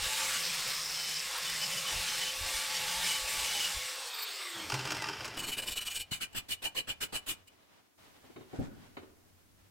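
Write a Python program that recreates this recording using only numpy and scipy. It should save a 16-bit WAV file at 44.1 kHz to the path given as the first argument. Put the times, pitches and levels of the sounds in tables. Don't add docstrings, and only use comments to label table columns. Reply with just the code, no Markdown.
import sys
import numpy as np
from scipy import signal
from scipy.fft import rfft, irfft, next_fast_len
from scipy.io import wavfile
from scipy.ndimage import map_coordinates

SR = 44100
rng = np.random.default_rng(int(sys.argv[2]) if len(sys.argv) > 2 else 0)


def store_wav(level_fs):
    pcm = np.round(np.clip(np.atleast_2d(level_fs), -1, 1) * 32767)
    wavfile.write(sys.argv[1], SR, pcm.T.astype(np.int16))


N = 427769
TIME = np.arange(N) / SR
BINS = np.fft.rfftfreq(N, 1 / SR) + 1e-3
TOP_HZ = 15900

# (start [s], end [s], rasp [dB], sizzle [dB], wire ring [dB], drone [dB])
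PRESSES = [(.02, .36, -39.5, -41.5, -80, -65.5), (.36, .72, -41, -49, -39, -56),
           (.72, 1.19, -52, -71, -35, -60.5), (1.42, 1.56, -42.5, -50, -39, -54),
           (1.56, 1.79, -63, -46.5, -49, -51), (1.87, 2.22, -40, -47.5, -41, -60.5),
           (2.46, 2.62, -41.5, -43.5, -65, -71), (2.69, 2.8, -40.5, -47.5, -51, -60),
           (2.87, 3.02, -40.5, -44.5, -62, -57), (3.02, 3.1, -36, -39, -40, -58),
           (3.28, 3.48, -41, -42, -78, -65), (3.5, 3.66, -39.5, -44.5, -40, -61)]
# (frequency [Hz], level [dB])
RASP_COLOUR = [(150, -13.5), (260, -20.5), (430, -13), (700, -12.5), (1200, -7.5), (2200, 1.5), (3500, 1),
               (4500, -0.5), (6000, -9.5), (7500, -14), (10000, -22)]
SIZZLE_COLOUR = [(3500, -23.5), (6000, -3), (7000, -0.5), (8500, 1), (9500, -3), (11000, -6.5),
                 (13300, -10.5), (14500, -13), (16000, -20)]
# (frequency [Hz], width [Hz], level [dB])
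WIRE_MODES = [(4920, 630, -1.5), (5330, 170, 5), (5780, 22, -28), (5710, 250, 0)]
PRESS_ATTACK_S, PRESS_RELEASE_S, LIFT_S = 0.023, 0.14, 3.79


def cup_brush(turns):
    scour, bright, _, shudder = spells(PRESSES, PRESS_ATTACK_S, PRESS_RELEASE_S)
    graze = np.clip(1 - (TIME - LIFT_S) / 0.33, 0, 1)
    tufts = undb(0.26 * np.sin(2 * np.pi * turns) + 0.41 * walk(70))
    tips = grains(7500, spread_db=1) * tufts
    rasp = through(tips * np.hypot(scour, graze * undb(-45.5)) * undb(1), colour(RASP_COLOUR))
    sizzle = through(tips * np.hypot(bright, graze * undb(-47.5)), colour(SIZZLE_COLOUR))
    caught = spells(PRESSES, PRESS_ATTACK_S, release=0.054)[2]
    catch = np.hypot(caught, graze * undb(-43))
    snagging = snags(hz=230, jitter=.3, spread_db=1.2)
    ring = through(noise() * snagging * catch * undb(-6.5 + 0.24 * walk(29.55)), body(WIRE_MODES))
    drone = shudder * undb(2 * walk(30.08)) * np.sin(2 * np.pi * turns + walk(45))
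    return shifting(rasp + sizzle, rate=22, depth_db=3.5) + ring + drone


def snags(hz, jitter, spread_db, decay_cycles=0.45):
    cycles = np.cumsum(hz * np.exp(jitter * walk(150))) / SR
    size = undb(spread_db * rng.standard_normal(N // 20))
    return unit(size[cycles.astype(int)] * np.exp(-(cycles % 1) / decay_cycles))


# (peak time [s], level [dB], half length [s])
RIM_SCRAPES = [(.45, -41, .03), (1.165, -40, 0.013), (1.635, -36, 0.023), (1.665, -38, 0.0087),
               (1.733, -39, 0.012), (1.783, -38, 0.014)]
# (frequency [Hz], width [Hz], level [dB])
RIM_MODES = [(4780, 650, 4), (5450, 710, 4)]


def cup_rim():
    force = noise() * swells(RIM_SCRAPES) * snags(hz=315, jitter=0.066, spread_db=3)
    return through(force, bands(RIM_MODES))


# (start [s], length [s], starting pitch [Hz], level [dB], sag [1/s])
NAIL_SQUEALS = [(0.926, 0.22, 3070, -42.5, 0.079), (1.082, 0.14, 3060, -43.5, .1),
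                (1.446, 0.083, 3020, -40, 0.23), (1.607, 0.054, 3030, -36.5, 0.4),
                (1.71, 0.037, 3046, -40, .5), (1.761, 0.043, 3010, -38, .4),
                (1.854, 0.049, 3040, -37, 0.17), (2.078, 0.11, 3080, -43, .25),
                (2.198, 0.052, 3010, -35, .05), (2.243, 0.082, 3050, -38.5, .03),
                (2.732, 0.062, 3020, -44, .32), (2.738, 0.046, 5600, -38, 0.36),
                (3.034, 0.12, 3018, -36.5, 0.27), (3.123, 0.081, 3040, -36, 0.33),
                (3.42, .12, 2960, -39, 0.13), (3.515, 0.085, 3044, -38.5, .32),
                (3.584, 0.1, 2960, -34, .25)]
# (start [s], length [s], starting pitch [Hz], level [dB], sag [1/s], roughness [rad])
BEARING_WHISTLES = [(4.03, .31, 2010, -57, .83, .5), (4.31, .39, 2370, -53, .83, .45),
                    (4.47, .21, 3600, -47.5, .7, 1.2), (4.76, .12, 3050, -53, .83, .5),
                    (4.965, .11, 2200, -47, 1.8, .35)]


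def squeal(start, length, hz, db, sag_per_s, roughness, flutter_db, overtone_db):
    out = np.zeros(N)
    t = TIME[:int(length * SR)]
    phase = 2 * np.pi * np.cumsum(hz * np.exp(-sag_per_s * t)) / SR + roughness * walk(350, t)
    tone = np.sin(phase) + undb(overtone_db) * np.sin(2 * phase)
    level = undb(db + flutter_db * walk(220, t)) * signal.windows.tukey(len(t), .7)
    out[int(start * SR):][:len(t)] = level * tone
    return out


# (time [s], speed [turns/s])
POWERED_SPEED = [(0, 170.4), (.22, 177.8), (.5, 171.1), (.8, 162.7), (1.1, 160.7), (1.35, 167.8),
                 (1.7, 164.8), (2, 172.3), (2.15, 170.5), (2.6, 175.8), (2.8, 169.5), (3, 176.8),
                 (3.15, 171.5), (3.35, 174.9), (3.65, 163.1), (3.85, 169.7)]
OFF_S, EASE_S, COAST_S, STILL_S = 3.885, .16, 1.21, 5.5


def spindle():
    coasted = np.hypot(np.maximum(TIME - OFF_S, 0), EASE_S) - EASE_S
    return curve(POWERED_SPEED) * np.exp(-coasted / COAST_S)


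# (frequency [Hz], level [dB])
AIR_COLOUR = [(200, -26), (330, -10), (520, -1.5), (750, -0.5), (1300, 3.5), (2300, 3.5), (3000, 2.5),
              (4600, 4), (6200, -3), (8300, 1), (10800, -10.5), (12800, -14), (14400, -10), (16000, -20)]


def fan(speed):
    halvings = np.log2(speed[0] / speed)
    air = through(noise() * undb(-43 - 1.5 * halvings ** 2 + .5 * walk(24.75)), colour(AIR_COLOUR))
    shielded = undb(-15) * through(air, 1 / (1 + (BINS / 5500) ** 4))
    laid_down = np.interp(TIME, [SETTLE_S - .15, SETTLE_S + 0.46], [0, 1])
    return shifting((1 - laid_down) * air + laid_down * shielded, rate=14, depth_db=4.5, width_hz=286)


# (frequency [multiple of spindle speed], level [dB])
OVERTONES = [(3, 1.5), (3.28, -2), (6.56, -0.5), (9.84, -1.5), (11, -12), (13.12, -8.5), (16.4, -1)]
# (frequency [Hz], width [Hz], level [dB])
CASING_MODES = [(336, 44, 4.5), (535, 91, -3), (1204, 105, 7), (1760, 150, -2.5), (2300, 380, 7.5),
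                (3350, 760, -21)]
# (frequency [Hz], level [dB])
CLATTER_COLOUR = [(200, -42), (400, -22), (800, -11.5), (1400, -12), (1750, -2), (3300, -0.5), (4600, 0.5),
                  (7000, -7)]
BUZZ_DB, CLATTER_DB, LOAD_LOSS_DB, COAST_LOSS_DB = -51.5, -46.5, 8.5, 7.5


def shafts(turns):
    wobble = 0.017 * walk(22)
    buzz = np.zeros(N)
    for order, db in OVERTONES:
        level = undb(db + 2 * walk(45) + .8 * walk(9))
        buzz += level * np.sin(2 * np.pi * order * (turns + wobble) + .5 * walk(45))
    buzz = unit(through(buzz, body(CASING_MODES))) * undb(BUZZ_DB)
    teeth = rng.standard_normal(128)
    clatter = np.interp((turns + wobble / 4) * 128, np.arange(128), teeth, period=128)
    clatter = unit(through(clatter, colour(CLATTER_COLOUR))) * undb(CLATTER_DB)
    load = spells(PRESSES, PRESS_ATTACK_S, PRESS_RELEASE_S)[2]
    coasting = np.clip((TIME - OFF_S) / 0.36, 0, 1)
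    return (buzz + clatter) * undb(-LOAD_LOSS_DB * load / load.max() - COAST_LOSS_DB * coasting)


# (time [s], level [dB])
GEAR_LEVEL = [(0, -54), (.27, -41.5), (.42, -88), (1.8, -62), (2, -53.5), (2.7, -50), (3.5, -49.5),
              (3.75, -55), (4.2, -68)]


def gears(turns):
    level = undb(curve(GEAR_LEVEL) + 2.5 * walk(40) + 1.5 * walk(10))
    return level * np.sin(2 * np.pi * 5 * turns + 1.1 * walk(60))


# (time [s], level [dB])
WHINE_LEVEL = [(4.1, -80), (4.24, -61), (4.45, -61), (4.54, -65), (4.61, -59), (4.69, -59), (4.76, -80)]


def whine(speed, turns, order=117):
    tone = (order * speed < TOP_HZ) * np.sin(2 * np.pi * order * turns + .4 * walk(440))
    return tone * undb(curve(WHINE_LEVEL) + 2.7 * walk(35))


# (time [s], level [dB])
SPARKLE_LEVEL = [(0, -63), (.5, -53), (1.15, -57), (1.27, -66), (1.6, -57), (2, -59), (2.4, -62),
                 (3.6, -58), (4, -63), (4.35, -56), (4.6, -68), (4.8, -93)]
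# (peak time [s], level [dB], half length [s])
CHIRPS = [(1.383, -42, .007), (4.15, -45, 0.014), (4.195, -41, 0.0093), (4.23, -37, 0.014),
          (4.502, -55, 0.0067), (4.549, -60, 0.009)]
# (frequency [Hz], width [Hz], level [dB])
SPARKLE_MODES = [(14460, 1000, 0)]
CHIRP_MODES = [(4650, 670, -0.5), (14000, 1000, -1)]


def motor_sizzle():
    flicker = unit(undb(3.5 * walk(200)))
    sparkle = through(noise() * flicker * undb(curve(SPARKLE_LEVEL)), bands(SPARKLE_MODES))
    return sparkle + through(noise() * swells(CHIRPS), bands(CHIRP_MODES))


# (time [s], level [dB], crack relative to it [dB])
RATTLE = [(4.699, -30.5, -4), (4.72, -26.5, -9), (4.74, -28.5, -4.5), (4.751, -41, -10), (4.792, -33.5, -7),
          (4.852, -33.5, -4), (4.873, -35.5, -5), (4.905, -30, -5), (4.919, -30.5, -3.5), (4.947, -36, -3),
          (4.967, -36, -4), (5.021, -31.5, -5), (5.041, -30.5, -14), (5.057, -37, -16), (5.069, -35, -10),
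          (5.086, -29.5, -12), (5.096, -33.5, -16), (5.131, -34.5, -17), (5.206, -35, -14),
          (5.245, -36.5, -1), (5.254, -41, 1), (5.278, -50, 9.5), (5.345, -60, 11)]
# (frequency [Hz], width [Hz], level [dB])
BENCH_MODES = [(304, 11, 1), (393, 15.3, 2.5), (882, 51, 2.5), (1200, 120, -1), (1502, 180, -2),
               (2026, 150, -6), (2370, 100, -3.5), (2702, 130, 0), (3140, 130, -4.5), (4910, 120, -0.5),
               (5560, 150, -5.5)]
TOUCH_S, SETTLE_S, SHAKE_END_S, SHAKE_RELEASE_S = 4.53, 4.73, 4.9, 0.82


def bench_rattle():
    touching = undb(-12) * hold(TOUCH_S, SHAKE_END_S, 0.029, SHAKE_RELEASE_S)
    weight = np.maximum(touching, hold(SETTLE_S, SHAKE_END_S, 0.036, SHAKE_RELEASE_S))
    times, db, crack_db = np.transpose(RATTLE)
    chatter = grains(1300, spread_db=0) * weight * undb(-43.5)
    force = noise() * blows(times, db, t60=0.035) + chatter
    edge = noise() * blows(times, db + crack_db, t60=0.059) + undb(-7.5) * chatter
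    crack = colour([(200, -6), (1000, 2), (3000, -4.5), (6500, -2), (9000, -10), (15000, -19.5)])
    low_note = np.sin(2 * np.pi * 130.4 * (TIME - SETTLE_S) + 0.25 * walk(40))
    thump = blows([SETTLE_S], [-35.5], t60=0.59) * low_note
    top = body([(125, 49, 0)]) * colour([(60, -9), (130, 6.5), (250, -1), (800, -26)])
    boom = through(noise() * weight * undb(-75), top)
    return through(force, body(BENCH_MODES)) + through(edge, crack) + boom + thump


# (landing [s], peak time [s], level [dB], fall [s], ring emphasis [dB], scrape emphasis [dB])
STROKES = [(5.37, 5.377, -41.5, .01, -2, 9), (5.387, 5.4, -39, 0.014, -2, -1),
           (5.42, 5.444, -42, 0.016, 0, 5), (5.465, 5.489, -37.5, 0.023, -2.5, -1),
           (5.517, 5.53, -40, 0.024, 3.5, -5.5), (5.57, 5.589, -37, 0.018, 3.5, 0),
           (5.619, 5.63, -42.5, 0.021, 3, 1.5), (5.659, 5.686, -38.5, 0.021, -1, -2),
           (5.708, 5.727, -40, 0.016, -1.5, -4), (5.756, 5.781, -36, 0.013, 2, -3.5),
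           (5.805, 5.822, -40.5, 0.019, 1, -2), (5.852, 5.876, -37.5, 0.015, 1, -3.5),
           (5.898, 5.917, -41.5, 0.023, 0, -7), (5.945, 5.967, -37, 0.018, -1, -12),
           (5.993, 6.008, -39.5, 0.019, -3, -25), (6.112, 6.125, -39.5, 0.039, -0.5, -5.5),
           (6.206, 6.225, -41, 0.025, 5, 0.5), (6.347, 6.376, -39.5, .023, 0, 2),
           (6.487, 6.521, -37, 0.023, 0, -3), (6.622, 6.656, -39.5, 0.024, 3, 2.5),
           (6.75, 6.781, -39.5, 0.025, 6, 3), (6.874, 6.9, -43, 0.025, 6, 5.5),
           (7.007, 7.027, -37, 0.026, -3, 0.5), (7.126, 7.158, -39, 0.025, 1.5, 3.5),
           (7.265, 7.297, -37.5, 0.03, -2, -2)]
# (peak time [s], level [dB], half length [s])
FLICKS = [(6.333, -58, .005), (7.481, -58.5, 0.008)]
# (frequency [Hz], level [dB])
BRISTLE_COLOUR = [(60, 11), (150, -4), (500, -9.5), (1100, -18), (2200, 3), (3500, 3.5), (4400, 3),
                  (5400, -0.5), (6600, -0.5), (8100, 7), (9500, -0.5), (13000, -1), (16000, -7)]
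SCRAPE_COLOUR = [(150, 1), (350, 2.5), (520, -0.5), (900, -1.5), (1500, 1.5), (2300, -2), (4000, -3),
                 (8000, -31)]
# (frequency [Hz], width [Hz], level [dB])
NAIL_MODES = [(2402, 22, -1.5), (2650, 51, -8), (2942, 55, 6), (3020, 200, -5), (4160, 150, -13.5)]
LANDING_S, STROKE_RISE_S = 0.0087, 0.02


def hand_brush():
    hiss, ring, scrape = np.zeros((3, N))
    for touch, peak, db, fall, ring_db, scrape_db in STROKES:
        span = slice(int(peak * SR) - SR // 5, int(peak * SR) + SR // 5)
        t = TIME[span] - peak
        landed = np.clip((TIME[span] - touch) / LANDING_S + .5, 0, 1)
        sweep = np.exp(-(abs(t) / np.where(t < 0, STROKE_RISE_S, fall)) ** 1.81)
        drag = landed * np.where(t < 0, 1, sweep)
        hiss[span] += undb(db) * np.maximum(landed * sweep, undb(-9.5) * drag)
        ring[span] += undb(db + ring_db) * landed * sweep ** 1.46
        scrape[span] += undb(db + scrape_db) * np.maximum(landed * sweep, undb(-2.5) * drag)
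    flicks = swells(FLICKS)
    tufts = undb(0.52 * walk(420))
    bristles = through(grains(9000, spread_db=0) * tufts * (hiss + flicks), colour(BRISTLE_COLOUR))
    dull_scrape = through(noise() * tufts * scrape, colour(SCRAPE_COLOUR)) * undb(-7)
    nail = through(grains(4000, spread_db=2) * tufts * (ring + flicks), body(NAIL_MODES))
    nail *= undb(-0.5 + 0.41 * walk(380))
    scrub = shifting(bristles + dull_scrape, rate=16, depth_db=4.5, width_hz=264)
    return scrub + nail + nail_song(ring)


def twangs(count=9, t60=.07):
    out, t = np.zeros((2, N)), TIME[:SR // 8]
    ring = decay(t, t60) * np.minimum(t / .002, 1)
    for _, peak, db, fall, *_ in STROKES:
        for pitch, when, size, place in rng.random((count, 4)):
            hz = 700 + 8500 * pitch ** 1.4
            tone = undb(db - 20) * (1 + size) * ring * np.sin(2 * np.pi * hz * t)
            start = int((peak + fall * (when - .3)) * SR)
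            out[:, start:start + len(t)] += np.outer([1, 2 * place - 1], tone)
    return out


# (pitch [Hz], in short strokes [dB], in long strokes [dB])
NAIL_NOTES = [(2960, -9.5, -11), (2420, -10, -22)]
LONG_STROKES_S, SING_DECAY_S = 6.07, .003


def nail_song(ring):
    keep = np.exp(-1 / (SING_DECAY_S * SR))
    held = signal.lfilter([1 - keep], [1, -keep], ring)
    notes = np.zeros((2, N))
    for hz, short_db, long_db in NAIL_NOTES:
        level = undb(np.where(TIME < LONG_STROKES_S, short_db, long_db) + 2.5 * walk(160))
        waver = 1.1 * np.array([walk(170), walk(170)])
        notes += level * np.sin(2 * np.pi * hz * TIME + waver)
    return held * notes


def brush_bump(at_s=6.1195):
    push = np.array([[1], [.5]]) * swells([(at_s, -28.5, 0.0014)])
    ring = through(push, body([(150, 40, 0)])) * undb(-36)
    return through(push, BINS ** 2 / (BINS ** 2 + 70 ** 2)) + ring


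# (time [s], clank [dB], thud [dB], tick [dB], t60 of the thud [s])
KNOCKS = [(6.116, -58, -48, -48, 0.037), (8.239, -57, -69, -68, 0.17), (8.296, -52, -70, -64, .08),
          (8.36, -48.5, -56, -51, 0.26), (8.408, -57, -61, -59, 0.088), (8.531, -40.5, -52, -64, 0.17),
          (8.59, -35, -31, -70, 0.19), (8.968, -47, -62, -44.5, 0.2), (9.029, -54.5, -73, -61, 0.11)]
# (frequency [Hz], width [Hz], level [dB])
VICE_MODES = [(246, 36, 4), (375, 59, 3), (455, 33, -0.5), (554, 97, -4.5), (790, 94, -7.5), (950, 70, -22),
              (1400, 160, -24)]
TICK_MODES = [(745, 190, -2.5), (1030, 110, 2), (1330, 240, -2.5), (2220, 240, -5), (2550, 170, -6.5),
              (3080, 140, -8.5), (3700, 16, 0), (3850, 280, -13), (4440, 140, -13), (6930, 25, -14)]
# (peak time [s], level [dB], half length [s])
SLIDES = [(8.565, -55.5, 0.023), (8.64, -54.5, 0.036)]


def vice():
    times, clank_db, thud_db, tick_db, t60 = np.transpose(KNOCKS)
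    iron = body(VICE_MODES) / (1 + 1j * BINS / 1400)
    bench = colour([(25, -16.5), (70, -6.5), (130, -1), (200, -5.5), (350, -14), (1200, -49), (5000, -57)])
    rub = colour([(700, 12), (1500, 10), (3000, 2.5), (8000, -4), (15000, -21)])
    clank = through(noise() * blows(times, clank_db, t60 * 0.91), iron)
    thud = through(noise() * blows(times, thud_db, t60), bench)
    tick = through(noise() * blows(times, tick_db, t60=0.097), body(TICK_MODES))
    slide = through(grains(5000, spread_db=3) * swells(SLIDES), rub)
    parting = hold(8.5, 8.72, .04, 0.26) * undb(-70.5)
    jaws = through(noise() * parting, body([(1490, 83, 0)]))
    return clank + thud + tick + slide + jaws


# (peak time [s], level [dB], half length [s])
GUSTS = [(.02, -46.5, 0.059), (1.97, -40.5, 0.033), (2.43, -45, 0.042), (2.56, -51, 0.023), (3, -56, .04),
         (3.24, -54, 0.024), (3.42, -53, 0.059), (3.77, -50, 0.022)]


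def draught(steady_db=-70.5, end_s=3.8):
    flow = undb(steady_db) * np.clip((end_s - TIME) / 0.045, 0, 1) + swells(GUSTS)
    buffet = colour([(15, -6), (45, 1.5), (80, -4), (140, -16), (300, -58), (1000, -69)])
    return through(noise() * flow, buffet)


# (start [s], end [s], rustle [dB], rumble [dB])
HANDLING = [(4.56, 5.3, -50, -70), (5.35, 7.35, -67, -70), (7.45, 7.78, -70, -100), (7.98, 9.0, -66, -75),
            (8.56, 9.7, -72.5, -68.5)]
# (time [s], level [dB])
HISS_LEVEL = [(7.35, -74), (7.94, -76), (7.99, -69), (9.7, -71)]
# (frequency [Hz], level [dB])
ROOM_COLOUR = [(25, -25), (70, -27), (150, -23), (210, -14.5), (300, -6), (640, -26), (1800, -24),
               (3000, -29), (5000, -24), (15500, -25.5)]
RUSTLE_COLOUR = [(25, -34), (70, -12), (150, -16), (210, -13.5), (300, -17), (640, -14.5), (1800, -20),
                 (3000, -21), (5000, -27), (15500, -41)]


def background():
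    rub, shake = spells(HANDLING, attack=0.017, release=0.24)
    hiss = through(noise() * undb(curve(HISS_LEVEL)), colour(ROOM_COLOUR))
    rustle = through(noise() * rub * undb(1.34 * walk(30)), colour(RUSTLE_COLOUR))
    bench = colour([(30, -9), (65, -5), (93, 5.5), (125, -11), (200, -10.5), (800, -50)])
    rumble = through(noise() * shake, bench)
    return hiss + rustle + rumble * np.array([[1], [.6]])


def workshop(x, t60, wet_db):
    t = TIME[:SR // 2]
    tail = unit(rng.standard_normal((2, len(t))) * decay(t, t60) * (t > .006)) / np.sqrt(len(t))
    echoes = signal.fftconvolve(x, tail, axes=1)[:, :N]
    return x + undb(wet_db) * through(echoes, 1.98 / (1 + 1j * BINS / 1500))


def undb(db):
    return 10 ** (np.asarray(db) / 20)


def unit(x):
    return x / np.sqrt(np.mean(x ** 2))


def curve(table):
    return np.interp(TIME, *np.transpose(table))


def noise():
    return rng.standard_normal((2, N))


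def walk(rate, t=TIME):
    knots = rng.standard_normal(N // 20)
    return 1.65 * np.interp(t * rate, np.arange(len(knots)), knots)


def grains(rate, spread_db):
    hits = rng.random((2, N)) < rate / SR
    return unit(hits * np.sign(noise()) * undb(spread_db * noise()))


def decay(t, t60):
    return np.exp(-np.log(1000) * t / t60)


def blows(times, levels_db, t60):
    out = np.zeros(N)
    for start, db, fall in np.broadcast(times, levels_db, t60):
        tail = out[int(start * SR):][:SR // 2]
        tail += undb(db) * decay(TIME[:len(tail)], fall)
    return out


def swells(table):
    return sum(undb(db) * np.exp(-((TIME - peak) / half) ** 2) for peak, db, half in table)


def hold(start, end, attack, release):
    return np.clip((TIME - start) / attack + .5, 0, 1) * np.clip(1 - (TIME - end) / release, 0, 1)


def spells(table, attack, release):
    out = np.zeros((len(table[0]) - 2, N))
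    for start, end, *levels_db in table:
        out = np.maximum(out, undb(levels_db)[:, None] * hold(start, end, attack, release))
    return out


def colour(points):
    hz, db = np.transpose(points)
    return unit(undb(np.interp(np.log(BINS), np.log(hz), db)))


def body(modes):
    response = sum((-1) ** k * undb(db) / (1 + 1j * (BINS ** 2 - hz ** 2) / (BINS * width))
                   for k, (hz, width, db) in enumerate(modes))
    return response / np.sqrt(np.mean(abs(response) ** 2))


def bands(modes):
    return unit(abs(body(modes)) ** 2)


def through(x, response):
    size = next_fast_len(N + SR // 2, True)
    gain = np.interp(np.fft.rfftfreq(size, 1 / SR), BINS, response)
    return irfft(rfft(x, size) * gain, size)[..., :N]


def shifting(x, rate, depth_db, width_hz=170):
    hz, t, frames = signal.stft(x, SR, nperseg=512)
    chance = rng.standard_normal((200, 2000))
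    grid = np.meshgrid(hz / width_hz, t * rate, indexing="ij")
    patches = map_coordinates(chance, grid, order=1, mode="wrap")
    return signal.istft(frames * unit(undb(depth_db * patches)), SR, nperseg=512)[1][:, :N]


# (time [s], side gain [dB])
STEREO_WIDTH = [(4.7, -90), (5.05, -48), (5.6, -54), (5.8, -51), (6.02, -15), (6.1, 0)]


def scene():
    speed = spindle()
    turns = np.cumsum(speed) / SR
    nail = sum(squeal(*row, roughness=0.15, flutter_db=1.5, overtone_db=-13) for row in NAIL_SQUEALS)
    bearings = sum(squeal(*row, flutter_db=3.5, overtone_db=-11) for row in BEARING_WHISTLES)
    scouring = cup_brush(turns) + cup_rim() + nail
    running = np.clip((STILL_S - TIME) / 0.086, 0, 1)
    machine = running * (fan(speed) + shafts(turns) + gears(turns) + whine(speed, turns))
    grinder = scouring + machine + bearings + motor_sizzle() + bench_rattle()
    brushing = hand_brush() + twangs() + brush_bump()
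    tools = workshop(grinder + brushing, t60=0.24, wet_db=-15.5)
    knocks = workshop(vice(), t60=0.84, wet_db=-13.5)
    mid, side = tools + knocks + draught() + background()
    side = side * undb(curve(STEREO_WIDTH))
    return np.array([mid + side, mid - side])


def record(dry):
    return signal.sosfilt(signal.ellip(10, .2, 70, TOP_HZ, fs=SR, output="sos"), dry)


dry = scene()
out = record(dry)
store_wav(out)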